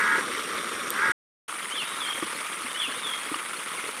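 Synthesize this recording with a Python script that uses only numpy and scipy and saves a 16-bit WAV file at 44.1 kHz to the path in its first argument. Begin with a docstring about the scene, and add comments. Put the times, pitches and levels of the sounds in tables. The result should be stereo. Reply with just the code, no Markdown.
"""A palm grove, heard in two parts with a silent gap between them.
Insects buzz in trains of tiny chirps over a pattering wash. A bird whistles a two-note phrase
twice, echoing off trunks and fronds, while another pips in the distance. Snaps, small ticks
and soft bumps ring briefly close by. In the first part a crow caws hoarsely twice: a rasp splits
its voice into close partials, mixed with throat noise."""
import sys
import numpy as np
from scipy import signal
from scipy.fft import rfft, irfft
from scipy.io import wavfile
from scipy.ndimage import uniform_filter1d

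SR = 44100
rng = np.random.default_rng(int(sys.argv[2]) if len(sys.argv) > 2 else 0)


def put_to_file(sound):
    """Save the sound as 16-bit audio at rate SR, in the file named by the first command-line argument."""
    columns = np.atleast_2d(sound).T  # one column per channel
    safe = np.clip(columns, -1, 1)
    whole_steps = np.round(safe * 32767)
    wavfile.write(sys.argv[1], SR, whole_steps.astype(np.int16))


N = 176400
TIME = np.arange(N) / SR
GAP_START_S, GAP_END_S = 1.119, 1.481


def amp(db):
    """Decibels to gain."""
    return 10 ** (np.asarray(db) / 20)


def unit(x):
    """Scales to rms 1."""
    return x / np.sqrt(np.mean(x ** 2) + 1e-20)


def log_interp(points, hz):
    """Interpolates (f/Hz, value) points over log frequency."""
    f, value = np.transpose(points)
    return np.interp(np.log(hz + 1), np.log(f + 1), value)


def colour(x, spectrum):
    """Filters by (f/Hz, gain/dB) points."""
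    hz = np.fft.rfftfreq(x.shape[-1], 1 / SR)
    return irfft(rfft(x) * amp(log_interp(spectrum, hz)), x.shape[-1])


def drift(size, hz):
    """Smooth random movement, rolled off above hz."""
    f = np.fft.rfftfreq(N, 1 / SR)
    return unit(irfft(rfft(rng.standard_normal(N)) * np.exp(-(f / hz) ** 2), N))[:size]


def pan(db):
    """Stereo gains, left over right by db."""
    return amp(np.array([[db / 2], [-db / 2]]))


def add(mix, start_s, sound):
    """Mixes a sound in at start_s."""
    part = mix[:, max(round(start_s * SR), 0):][:, :sound.shape[-1]]
    part += sound[..., :part.shape[1]]


# Left-right likeness of the air: f/Hz, correlation
AIR_CORRELATION = [(270, 0.96), (740, 0.76), (1250, .87), (2200, 0.79), (3400, 0.64), (5500, 0.27),
                   (9000, 0.79), (12000, 0)]
# Lean of the air: f/Hz, left over right/dB
AIR_BALANCE = [(330, 0), (700, 4.5), (1300, 3.5), (4400, 4.5), (8100, 0), (15000, -1)]


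def spread(pair):
    """Gives two independent noises the stereo image of outdoor air."""
    hz = np.fft.rfftfreq(N, 1 / SR)
    left, other = rfft(pair)
    correlation = np.clip(log_interp(AIR_CORRELATION, hz), -1, 1)
    right = correlation * left + np.sqrt(1 - correlation ** 2) * other
    lean = amp(log_interp(AIR_BALANCE, hz) / 2)
    return irfft(np.array([left * lean, right / lean]), N)


# Wash spectrum of each part: f/Hz, relative density/dB
WASH_FIRST = [(25, -45), (48, -34), (68, -17.5), (110, -20), (200, -6), (380, -1), (520, -2.5),
              (680, -12.5), (900, -10), (1200, 4.5), (1550, -2.5), (2200, -3.5), (2800, -11), (3500, -6.5),
              (4100, -14), (7300, -18), (10500, -15), (15000, -31.5)]
WASH_SECOND = [(40, -49), (68, -26), (200, -7.5), (520, -4), (730, -9), (1230, 5), (1650, -1.5),
               (2200, 1.5), (2650, -3.5), (3400, -3.5), (4100, -10.5), (7500, -13.5), (9300, -10.5),
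               (11000, -13), (15000, -23)]
# Extra tilt of the patter: f/Hz, gain/dB
PATTER_EQ = [(300, 1), (3000, 1), (12000, -1.5)]
# Swell of the wash: t/s, gain/dB
WASH_SWELL = [(.3, 1), (.6, 0.5), (1.5, -.5), (2.2, 2), (2.45, 0.66), (4, .5)]
PATCH_DB, FLICKER_DB = 3, 1.08
PATTER_PER_S, PATTER_SPREAD_DB, PATTER_DECAY_S = 700, 3.5, .0008


def wash(spectrum, hiss_db, patter_db):
    """Patchy outdoor hiss and a dense patter of tiny rustles, swelling together."""
    cells = signal.stft(rng.standard_normal((2, N)), nperseg=256)[2]
    patches = uniform_filter1d(rng.standard_normal(cells.shape[1:]), size=5, axis=0)
    patches = unit(uniform_filter1d(patches, size=5, axis=1))
    flicker = unit(uniform_filter1d(rng.standard_normal(cells.shape[2]), size=3))
    hiss = signal.istft(cells * amp(PATCH_DB * patches + FLICKER_DB * flicker), nperseg=256)[1][:, :N]
    hiss = amp(hiss_db) * unit(colour(spread(hiss), spectrum))
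    sizes = amp(PATTER_SPREAD_DB * np.minimum(rng.exponential(1, N), 3))
    onsets = rng.random(N) < PATTER_PER_S / SR
    power = signal.lfilter([1], [1, -np.exp(-1 / (PATTER_DECAY_S * SR))], (sizes * onsets) ** 2)
    patter = colour(np.sqrt(power) * rng.standard_normal((2, N)), PATTER_EQ)
    patter = amp(patter_db) * unit(colour(spread(patter), spectrum))
    return (hiss + patter) * amp(np.interp(TIME, *np.transpose(WASH_SWELL)))


def rustles(per_s=12, peak_db=-42, spread_db=2.5, low_hz=220, high_hz=650):
    """Faint soft bumps at random times and pitches."""
    out = np.zeros((2, N))
    for when, size, pitch in rng.random((round(per_s * N / SR), 3)):
        hz = low_hz * (high_hz / low_hz) ** pitch
        db = peak_db + spread_db * (2 * size - 1)
        add(out, *knock(when * N / SR, db, hz, BUMP_RING))
    return out


# Buzzing insects: part, f/Hz, width/Hz, pulse rate/Hz, level/dB, throb/THROB_DB, pan/dB
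INSECT_VOICES = [("first", 8860, 747, 116, -44.5, 0.31, .5), ("first", 5660, 200, 110, -52.5, .3, 9.1),
                 ("second", 8540, 420, 120, -47, 1.26, 1), ("second", 9740, 399, 144, -43.5, .1, -2)]
THROB_HZ, THROB_DB, BLUR_DB = 7.2, 3, -4.5
CHIRP_SWEEP_WIDTHS, CHIRP_JITTER_WIDTHS = 2.2, .27


def insect(part, hz, width_hz, pulse_hz, db, throb, pan_db, rate_wander=.018, blur_stereo=.66):
    """Each rapid pulse is a tiny falling chirp; a noisy blur surrounds the throbbing buzz."""
    start_s, end_s = (0, GAP_START_S) if part == "first" else (GAP_END_S, N / SR)
    size = round((end_s - start_s) * SR)
    cycle = (np.cumsum(pulse_hz * (1 + rate_wander * drift(size, 5.6))) / SR) % 1
    pulses = np.sin(np.pi * cycle) ** 2
    sweep = CHIRP_SWEEP_WIDTHS * (.5 - cycle) + CHIRP_JITTER_WIDTHS * drift(size, 300)
    chirps = unit(pulses * np.sin(2 * np.pi * np.cumsum(hz + width_hz * sweep) / SR))
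    throb_turns = np.cumsum(THROB_HZ * (1 + .17 * drift(size, 5))) / SR
    beat = amp(THROB_DB * throb * np.sin(2 * np.pi * throb_turns))
    noise = rng.standard_normal(size) + blur_stereo * rng.standard_normal((2, size))
    blur = amp(BLUR_DB) * unit(resonate(noise, hz, width_hz))
    return start_s, amp(db) * pan(pan_db) * unit((chirps + blur) * beat)


def resonate(x, hz, width_hz):
    """Steep resonance: two poles in series."""
    carrier = np.exp(2j * np.pi * hz * np.arange(x.shape[-1]) / SR)
    r = np.exp(-np.pi * width_hz * np.sqrt(2) / SR)
    return (carrier * signal.lfilter([(1 - r) ** 2], [1, -2 * r, r * r], x / carrier)).real


# Distant bird: t/s, level/dB
BIRD_PIPS = [(1.788, -42), (2.066, -41), (2.344, -43), (2.624, -43), (2.909, -43.5), (3.198, -45),
             (3.56, -42), (3.87, -44)]


def pip(start_s, db, length_s=.027, from_hz=4130, to_hz=4470):
    """A distant bird's tiny upward chirp, to the left."""
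    hz = np.linspace(from_hz, to_hz, round(length_s * SR))
    chirp = np.hanning(len(hz)) * np.sin(2 * np.pi * np.cumsum(hz) / SR)
    return start_s, pan(db=12) * amp(db) * chirp


# Small ticks, soft bumps: t/s, peak/dB, f/Hz
TICK_HITS = [(1.493, -25, 1340), (1.526, -23, 1280), (1.656, -22, 2050), (1.713, -24, 1230),
             (1.821, -24.5, 1150), (2.018, -22, 1200), (2.089, -24.5, 1180), (2.179, -23, 1830),
             (2.228, -20.5, 1190), (2.923, -23.5, 1700), (3.136, -21, 2150), (3.342, -18, 1160),
             (3.345, -21, 2900), (3.891, -23.5, 1260)]
BUMP_HITS = [(.18, -26, 383), (1.537, -40, 325), (2.177, -33, 541), (2.225, -22, 336), (2.646, -35, 255),
             (2.884, -36, 262), (2.967, -35, 503), (3.316, -26, 307), (3.356, -35, 320), (3.885, -30, 430)]
# Their modes: frequency ratio, level/dB, t60/s
TICK_RING = [(1, 4, 0.015), (1.55, -2.5, 0.008)]
BUMP_RING = [(.6, -5, .028), (1, 6.5, .04), (1.35, -0.5, 0.02)]


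def knock(start_s, peak_db, hz, modes, rise_cycles=.68, low_cut_hz=156):
    """A light blow rings a few fast-dying modes, without deep bass."""
    t = np.arange(SR // 8) / SR
    ring = sum(amp(db - 60 * t / t60_s) * np.sin(2 * np.pi * hz * ratio * rng.uniform(.98, 1.02) * t)
               for ratio, db, t60_s in modes)
    attack = 1 - np.exp(-t * hz / rise_cycles)
    ring = signal.sosfilt(signal.butter(2, low_cut_hz, "high", fs=SR, output="sos"), ring * attack)
    return start_s, pan(db=3) * amp(peak_db) * ring / abs(ring).max()


# Faint high clicks, one sharp snap: t/s, peak/dB
CLICK_HITS = [(1.5772, -24), (2.1918, -23), (2.7305, -22.5)]
SNAP_HIT = (.9042, -8)
# Their resonances: f/Hz, width/Hz, level/dB
CLICK_RING = [(9200, 1300, 0)]
SNAP_RING = [(3560, 750, -10), (9900, 3100, -4), (12700, 2300, -3.5)]


def snap(start_s, peak_db, bands, rise_s=.00043, tail_db=-19, tail_s=.003):
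    """A noise burst of about 1 ms, with a brief tail, rings bright resonances."""
    t = np.arange(SR // 40) / SR
    rise = (t / rise_s) ** 2
    envelope = rise * np.exp(-rise / 2) + amp(tail_db) * np.exp(-t / tail_s)
    shared, right_only = rng.standard_normal((2, len(t))) * envelope
    burst = np.array([shared, shared + right_only])
    ring = sum(amp(db) * unit(resonate(burst, hz, width_hz)) for hz, width_hz, db in bands)
    return start_s, amp(peak_db) * ring / abs(ring).max()


def tree_echoes(x, t60_s, db, delay_s=.0043):
    """Scattered echoes from trunks and fronds."""
    t = np.arange(SR // 2) / SR
    own, shared = rng.standard_normal((2, len(t))), rng.standard_normal(len(t))
    tail = (own + shared) * amp(-60 * t / t60_s) * (t > delay_s)
    return amp(db) * signal.fftconvolve(x, tail / np.linalg.norm(tail[0]), axes=1)[:, :N]


# Whistle contours: t/s from onset, f/Hz, relative level/dB
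# "arch_echo": the top of the arched whistle ringing on briefly among the trees
WHISTLE_SHAPES = {
    "arch": [(0, 2895, -11), (.028, 3113, -2.5), (.05, 3500, -3), (.072, 3310, -2.5),
             (.098, 2950, -0.5), (.125, 2600, -3.5), (.137, 2460, -15)],
    "arch_echo": [(0, 3454, 1), (.07, 3450, -9)],
    "slide": [(0, 3680, -4), (.04, 3392, 2), (.07, 3206, -4), (.128, 3230, -0.5), (.15, 3210, -18)],
    "drawl": [(0, 3560, -1), (.042, 3210, -2), (.09, 3260, 0.5), (.145, 3240, -3.5), (.165, 3240, -16)],
    "rise": [(0, 3496, 3), (.07, 3960, -3.5)],
    "chuck": [(0, 2244, 1), (.018, 2050, 0)]}
# Near notes and the arch's echoes: t/s, shape, level/dB
NEAR_WHISTLES = [
    (1.702, "arch", -32.5), (1.765, "arch_echo", -39), (1.93, "rise", -46.5), (2.0, "drawl", -36),
    (2.69, "rise", -50.5), (2.742, "arch", -30.5), (2.785, "arch_echo", -32), (3.03, "slide", -34),
    (3.777, "chuck", -35.5)]
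# Far notes, heard only as echoes: t/s, shape, level/dB
FAR_WHISTLES = [(1.82, "rise", -37), (2.92, "rise", -41.5)]


def whistle(start_s, shape, level_db, wobble=.013, roughness=.35):
    """A bird's nearly pure note or its brief echo, unsteady in pitch and level."""
    times_s, hz, db = np.transpose(WHISTLE_SHAPES[shape])
    t = np.arange(0, times_s[-1], 1 / SR)
    turns = np.cumsum(np.interp(t, times_s, hz) * (1 + wobble * drift(len(t), 160))) / SR
    envelope = amp(level_db + np.interp(t, times_s, db)) * signal.windows.tukey(len(t), .1)
    flutter = 1 + roughness * drift(len(t), 100)
    return start_s, np.sqrt(2) * envelope * flutter * np.sin(2 * np.pi * turns)


# Crow, one contour per caw: t/s, rasp rate/Hz, level/dB
CROW_CALLS = [
    [(0, 76.3, -23), (.05, 75, -23), (.1, 75, -22), (.145, 75, -22.5), (.185, 76, -27), (.24, 66, -40)],
    [(.93, 57.6, -38), (.97, 64, -30.5), (1, 71.4, -24.5), (1.04, 74.5, -23), (1.125, 75, -23)],
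]
# Harmonics of the rasp rate, from LOWEST_HARMONIC up: level/dB
CROW_HARMONICS = [-8, -11, -12, -17, -16, -2.5, -12, 1, -5, -12, 2, -8, -10.5, -4, -5, -8, -17, -10, -11.5]
# Hoarse throat noise: f/Hz, relative density/dB
THROAT_SPECTRUM = [(300, -36.5), (780, -31.5), (900, -7), (1100, -11.5), (1550, 2), (2100, -5.5),
                   (2500, -15.5), (12000, -46)]
LOWEST_HARMONIC, THROAT_DB, BREAKUP_DB_PER_HZ = 12, -8.5, .55


def caw(call, wobble=.002, roughness=.3):
    """A slow rasp splits a crow's voice into close partials; they break into noise as the pitch sags."""
    times_s, rates_hz, db = np.transpose(call)
    t = np.arange(times_s[0], times_s[-1], 1 / SR)
    rasp_hz = np.interp(t, times_s, rates_hz)
    turns = np.cumsum(rasp_hz * (1 + wobble * drift(len(t), 40))) / SR
    partials = np.zeros(len(t))
    for k, partial_db in enumerate(CROW_HARMONICS, LOWEST_HARMONIC):
        flutter = 1 + roughness * drift(len(t), 40)
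        partials += amp(partial_db) * flutter * np.sin(2 * np.pi * (k * turns + rng.random()))
    breath = rng.standard_normal(len(t)) * (1 + .5 * np.cos(2 * np.pi * turns))
    hoarse = unit(colour(breath, THROAT_SPECTRUM))
    noise_gain = amp(THROAT_DB + BREAKUP_DB_PER_HZ * (rasp_hz.max() - rasp_hz))
    voice = (unit(partials) + noise_gain * hoarse) / np.hypot(1, noise_gain)
    return times_s[0], pan(db=2.5) * amp(np.interp(t, times_s, db)) * voice


def scene():
    """Wash, insects, crow, small birds, knocks and snaps; only the whistles echo off the trees."""
    first = wash(WASH_FIRST, hiss_db=-33, patter_db=-37)
    second = wash(WASH_SECOND, hiss_db=-36.5, patter_db=-39)
    out = np.where(TIME < (GAP_START_S + GAP_END_S) / 2, first, second) + rustles()
    near, far = np.zeros((2, N)), np.zeros((2, N))
    for row in FAR_WHISTLES:
        add(far, *whistle(*row))
    for voice in INSECT_VOICES:
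        add(out, *insect(*voice))
    for call in CROW_CALLS:
        add(out, *caw(call))
    for row in NEAR_WHISTLES:
        add(near, *whistle(*row))
    for note in BIRD_PIPS:
        add(out, *pip(*note))
    for hit in TICK_HITS:
        add(out, *knock(*hit, TICK_RING))
    for hit in BUMP_HITS:
        add(out, *knock(*hit, BUMP_RING))
    for hit in CLICK_HITS:
        add(out, *snap(*hit, CLICK_RING))
    add(out, *snap(*SNAP_HIT, SNAP_RING))
    fronds = tree_echoes(near, t60_s=.09, db=-5.5)
    grove = tree_echoes(near + far, t60_s=.7, db=-2.5)
    return out + near + fronds + grove


GAP_FADE_S, LOWPASS_HZ = .0038, 15600


def record(dry):
    """Silent gap between the two parts, then a low-pass."""
    outside_gap_s = np.maximum(GAP_START_S - TIME, TIME - GAP_END_S)
    gate = np.clip(outside_gap_s / GAP_FADE_S + .5, 0, 1)
    lowpass = signal.firwin(255, LOWPASS_HZ, window=("kaiser", 9), fs=SR)
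    return signal.oaconvolve(dry * gate, lowpass[None], "same")


dry = scene()
out = record(dry)
put_to_file(out)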